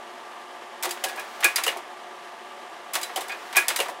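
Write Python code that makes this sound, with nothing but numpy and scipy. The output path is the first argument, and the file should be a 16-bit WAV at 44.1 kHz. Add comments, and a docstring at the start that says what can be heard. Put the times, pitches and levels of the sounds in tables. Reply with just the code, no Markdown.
"""Two bursts of clicks and clacks over a steady whir: a carousel slide projector changes slides twice.
Each time the gears rustle, the shutter closes, the slide lifts, the tray lever strikes and rings,
latches snap and the next slide drops in. Every blow shakes the plastic case or sets a small part ringing.
A faint thump comes with the loudest clacks. The whir is the cooling fan. A small room adds a short tail."""
import sys
import numpy as np
from scipy import signal
from scipy.fft import rfft, irfft
from scipy.io import wavfile

SR = 44100
rng = np.random.default_rng(int(sys.argv[2]) if len(sys.argv) > 2 else 0)


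def generate_wav(sig):
    """Save sig (samples, or channels by samples) to the path in sys.argv[1] as 16-bit PCM at SR."""
    pcm = np.round(np.clip(np.atleast_2d(sig).T, -1, 1) * 32767).astype(np.int16)
    wavfile.write(sys.argv[1], SR, pcm)


N = 176400

# the tray lever's modes (the notes it rings at): f/Hz, level/dB, t60/s (time to fade by 60 dB)
LEVER_MODES = [(1173, -20, .16), (1449, -19, .16), (1642, -10, .16), (1672, -12, .17), (2266, -15, .19),
               (2300, -13, .14), (2358, -10, .17), (2461, 0, .16), (2594, -15, .18)]
# the lever's blows: t/s, level/dB
LEVER_STRIKES = [(1.436, -28.5), (1.4445, -10), (3.557, -36), (3.569, -12)]


def contacts():
    """Parts knock together: each hit cracks, shakes the plastic case and fades in the room."""
    # the hits: t/s, low knock/dB, middle clack/dB, high click/dB
    hits = np.array([ (0.825, -42, -27, -29), (0.832, -22, -23.5, -20), (0.8455, -28, -24.5, -27),
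                     (.852, -23.5, -24, -30), (0.891, -35, -31, -31), (0.908, -50, -26, -23.5),
                     (.972, -33, -32, -52), (1.039, -38, -19.5, -20.5), (1.047, -22, -47, -29),
                     (1.084, -42, -34, -32), (1.092, -38, -28, -38), (1.159, -32, -40, -38),
                     (1.174, -27, -31.5, -45), (1.195, -34, -28.5, -33), (1.405, -32, -33, -32),
                     (1.426, -25, -22, -39), (1.433, -26.5, -12, -32), (1.4435, -19, -16.5, -12),
                     (1.559, -31, -18, -15), (1.58, -22.5, -18.5, -26), (1.6361, -46, -20, -19.5),
                     (1.664, -19, -27, -21.5), (1.677, -29.5, -19, -22), (1.688, -47, -17, -40),
                     (1.722, -28, -38, -50), (1.76, -24.5, -50, -54), (1.77, -55, -32.5, -35.5),
                     (2.936, -39, -25.5, -23.5), (2.942, -28, -27, -24), (2.953, -22, -18.5, -19.5),
                     (3.013, -54, -30, -30.5), (3.030, -37, -27.5, -23.5), (3.093, -32, -30, -59),
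                     (3.160, -42, -24, -22.5), (3.172, -21, -29, -29), (3.207, -46, -31, -28.5),
                     (3.213, -29, -35, -33), (3.282, -33, -39, -35), (3.294, -29, -24.5, -40),
                     (3.32, -36, -26, -42), (3.527, -37, -28.5, -35), (3.549, -29, -18, -46),
                     (3.557, -27, -17, -31), (3.5671, -19.5, -18, -9.5), (3.58, -30, -10, -62),
                     (3.6825, -26.5, -19, -14), (3.701, -23, -18.5, -29), (3.7605, -34, -22, -18),
                     (3.788, -17.5, -29, -24.5), (3.801, -31, -17, -21.5), (3.819, -42, -37, -31),
                     (3.857, -25, -36, -39), (3.883, -21, -34, -35.5), (3.895, -49, -40, -37.5)])
    case_colour = [(60, -67), (150, -47), (260, -43.5), (370, -18.5), (500, -21.5), (750, -9),
                   (1100, -10.5), (1700, -10.5), (2400, -12.5), (3200, -12), (4500, -14), (6300, -13.5),
                   (8500, -10), (11000, -11), (15000, -16)]  # how strongly the case sounds: f/Hz, level/dB per third octave
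    case_fade = [(400, 0.024), (2000, 0.08), (5000, 0.075), (12000, 0.057)]  # how fast it fades: f/Hz, t60/s
    room = [(400, 0.23, -5.5), (2030, 0.37, -8.5), (5000, 0.25, -8.5), (12000, 0.19, -9)]  # the room's tail: f/Hz, t60/s, level/dB
    knock_hz, clack_hz, click_hz = 840, 2200, 8500
    crack_s, swell_cycles = .0006, 1.6
    times, click_db = hits[:, 0], hits[:, 3]
    crack_db = 9 + .95 * (click_db + 9)  # harder clicks crack much more
    edges = 16500 * 2 ** (np.arange(-25, 1) / 3)  # bands a third of an octave wide
    out = np.zeros(N)
    for low, high in zip(edges, edges[1:]):
        hz = np.sqrt(low * high)
        hit_db = [np.interp(np.log(hz), np.log([knock_hz, clack_hz, click_hz]), hit[1:]) for hit in hits]
        db = np.array(hit_db) + at_hz(case_colour, hz)
        blows = impulses(times, from_db(db) ** 2)
        energy = fade(blows, at_hz(case_fade, hz))
        energy += from_db(at_hz(room, hz, column=2)) ** 2 * fade(blows, at_hz(room, hz))
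        swell = np.exp(-hz / (swell_cycles * SR))  # low bands build up more slowly
        energy = signal.lfilter([1 - swell], [1, -swell], energy)
        cracks = impulses(times, from_db(db + crack_db) ** 2)
        cracks = signal.lfilter([1], [1, -np.exp(-1 / (crack_s * SR))], cracks)
        energy += min(hz / click_hz, 1) * cracks  # mostly in the treble
        loudness = np.sqrt(energy * SR / 2 / (high - low))
        band = signal.butter(2, [low, high], "band", fs=SR, output="sos")
        out += signal.sosfilt(band, loudness * rng.standard_normal(N))
    return out


def case_echoes(sound):
    """Eight quick echoes inside the case colour every hit in the same way."""
    delays_s = rng.uniform(.0006, .006, 8)
    echoes = impulses(delays_s, .08 * rng.choice([-1, 1], len(delays_s)))
    echoes[0] = 1  # the direct sound
    return signal.fftconvolve(sound, echoes / np.linalg.norm(echoes))[:N]


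def lever():
    """The tray lever strikes lightly, then hard, and rings."""
    return struck_part(LEVER_MODES, LEVER_STRIKES)


def slide():
    """The slide drops into place with two quick taps."""
    modes = [(440, -11.5, .08), (510, -9.5, .09), (560, -7.5, .14), (2770, -4, .08), (2872, -2, .08),
             (3010, -5, .05)]  # f/Hz, level/dB, t60/s
    strikes = [(1.666, -23), (1.679, -20), (3.790, -23.5), (3.802, -20)]  # t/s, level/dB
    return struck_part(modes, strikes)


def shutter():
    """The shutter closes with a short, hollow ring."""
    modes = [(550, -4.5, 0.1), (761.4, 3, 0.17), (802, -14, 0.12), (3050, 2, 0.034)]  # f/Hz, level/dB, t60/s
    strikes = [(1.039, -27), (3.161, -26.5)]  # t/s, level/dB
    return struck_part(modes, strikes)


def latches():
    """The latches snap with a high ping."""
    modes = [(3960, -2.5, 0.15), (4700, 3, 0.055), (4930, 3, 0.057), (7700, 0, 0.05)]  # f/Hz, level/dB, t60/s
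    strikes = [(.909, -33), (1.560, -25.5), (1.637, -38), (3.031, -32), (3.318, -42), (3.683, -33),
               (3.761, -36)]  # t/s, level/dB
    return struck_part(modes, strikes)


def spring():
    """A jolted spring rings at two close pitches."""
    modes = [(1643, -3, .19), (1672, -1.5, .19)]  # f/Hz, level/dB, t60/s
    strikes = [(1.06, -29.5), (1.115, -34.5), (1.178, -33), (1.454, -23), (3.235, -37), (3.578, -31)]  # t/s, level/dB
    return struck_part(modes, strikes)


def pawl():
    """A light catch (the pawl) gives bright ticks, too brief to shake the case."""
    snaps = [(0.827, -22), (0.8332, -29), (.858, -22), (1.196, -34), (2.9349, -21), (3.559, -22)]  # t/s, level/dB
    times, db = np.transpose(snaps)
    bright_above_hz = 4140
    energy = fade(impulses(times, from_db(db) ** 2), t60=0.01)
    return np.sqrt(energy) * noise(lambda f: f ** 2 / (f ** 2 + bright_above_hz ** 2))


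def frame():
    """The projector's frame answers a few blows with a low ring."""
    modes = [(351, -1.5, 0.26), (372.2, 4, 0.18)]  # f/Hz, level/dB, t60/s
    strikes = [(.863, -36), (1.446, -39), (3.571, -39.5)]  # t/s, level/dB
    return struck_part(modes, strikes)


def tray_rubs():
    """The turning tray rubs the lever: many tiny slips, easing off, keep it ringing."""
    rubs = [(1.172, 1.218, -40), (3.292, 3.338, -35)]  # start/s, end/s, level/dB
    slips_per_s = 600
    t, out = np.arange(N) / SR, np.zeros(N)
    slips = (rng.random(N) < slips_per_s / SR) * rng.standard_normal(N)
    for start, end, db in rubs:
        during = (t > start) & (t < end)
        easing = np.sqrt(np.clip((end - t) / (end - start), 0, 1))
        force = slips * during * easing + 1e-18
        sound = sum(ring(force, hz, t60) * from_db(mode_db) for hz, mode_db, t60 in LEVER_MODES)
        out += from_db(db) * sound / sound[during].std()
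    return out


def low_thump():
    """A faint, deep thump comes with the loudest clacks."""
    modes = [(62, -48, .08)]  # f/Hz, level/dB, t60/s
    return struck_part(modes, LEVER_STRIKES)


def gears():
    """The gears rustle for as long as a slide change lasts."""
    runs = [(0.844, 1.806, -44), (2.94, 3.925, -44.5)]  # start/s, end/s, level/dB
    colour = [(150, -28), (360, -0.5), (1700, 3), (2600, -3), (4500, -8.5), (15000, -22)]  # the rustle's spectrum: f/Hz, level/dB
    t, ramp_s = np.arange(N) / SR, 0.17
    level = sum(from_db(db) * np.clip(np.minimum(t - start, end - t) / ramp_s, 0, 1)
                for start, end, db in runs)
    return level * noise(lambda f: from_db(at_hz(colour, f)))


def fan():
    """Air flutters through the vents while the motor and blades hum at wavering pitches."""
    colour = [(18, -74), (30, -42), (81, -38.5), (111, -32), (208, -20.5), (243, -10), (277, -21.5),
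              (350, -5.5), (479, -12.5), (575, -4.5), (639, -10.5), (709, -0.5), (767, -5.5), (1140, -5.5),
              (1470, -13), (1770, -9.5), (2360, -15.5), (2550, -16.5), (2910, -14.5), (4310, -23),
              (10500, -32.5), (15500, -46)]  # the air's spectrum: f/Hz, level/dB
    tones = [(361, -58, 6), (688, -55, 12), (724, -54.5, 6), (876, -53, 15), (1173, -52, 4.5),
             (1640, -60, 10)]  # motor and blade tones: f/Hz, level/dB, waver/Hz
    air_db, flutter_db = -42, 0.68
    air_level = from_db(air_db + flutter_db * wander(hz=54))
    out = air_level * noise(lambda f: from_db(at_hz(colour, f)))
    for hz, db, waver in tones:
        pitch = hz + waver * wander(waver)
        out += from_db(db) * np.sqrt(2) * np.sin(2 * np.pi * np.cumsum(pitch) / SR)
    return out


def struck_part(modes, strikes):
    """A struck part rings in all its modes, in a slightly different mix at every blow."""
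    times, strike_db = np.transpose(strikes)
    spread_db = 2.9 * rng.standard_normal((len(times), len(modes)))
    out = np.zeros(N)
    for k, (hz, mode_db, t60) in enumerate(modes):
        blows = impulses(times, from_db(strike_db + mode_db + spread_db[:, k]))
        out += (-1) ** k * ring(blows, hz, t60)  # every other mode swings the opposite way
    return out


def ring(clicks, hz, t60):
    """Each click starts a fading sine wave as tall as the click."""
    decay, step = 1e-3 ** (1 / (t60 * SR)), 2 * np.pi * hz / SR
    return signal.lfilter([0, np.sin(step)], [1, -2 * decay * np.cos(step), decay * decay], clicks)


def fade(energy, t60):
    """Stored energy drains away by 60 dB in t60 seconds."""
    return signal.lfilter([1], [1, -1e-6 ** (1 / (t60 * SR))], energy)


def impulses(times, sizes):
    """One spike for each event."""
    spikes = np.zeros(N)
    np.add.at(spikes, (times * SR).astype(int), sizes)
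    return spikes + 1e-18


def noise(gain_at):
    """Noise of typical size 1, coloured by a gain for each frequency."""
    frequencies = np.arange(N // 2 + 1) * SR / N
    coloured = irfft(rfft(rng.standard_normal(N)) * gain_at(frequencies), N)
    return coloured / coloured.std()


def wander(hz):
    """Random drift up to about the given rate."""
    return noise(lambda f: 1 / (1 + (f / hz) ** 2))


def at_hz(points, hz, column=1):
    """Read between a table's rows on a log-frequency scale."""
    table = np.array(points)
    return np.interp(np.log(hz + 1e-9), np.log(table[:, 0]), table[:, column])


def from_db(db):
    """Turn decibels into a gain."""
    return 10 ** (np.asarray(db) / 20)


def scene():
    """The slide changes over the running fan, heard from close by."""
    whir = fan() + gears()
    rings = lever() + shutter() + latches() + slide() + frame() + spring() + tray_rubs()
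    bass_cut = signal.butter(4, 237, "high", fs=SR, output="sos")  # small parts give off little bass
    rings = signal.sosfilt(bass_cut, rings)
    return (whir + rings + low_thump() + pawl() + case_echoes(contacts()))[None]


def record(dry):
    """The loudest peaks are rounded off and the highest treble is cut."""
    ceiling, cutoff_hz = 1.05, 15750
    rounded = dry / (1 + (dry / ceiling) ** 4) ** .25
    treble_cut = signal.ellip(12, .1, 80, cutoff_hz, fs=SR, output="sos")
    return signal.sosfilt(treble_cut, rounded)


dry = scene()
out = record(dry)
generate_wav(out)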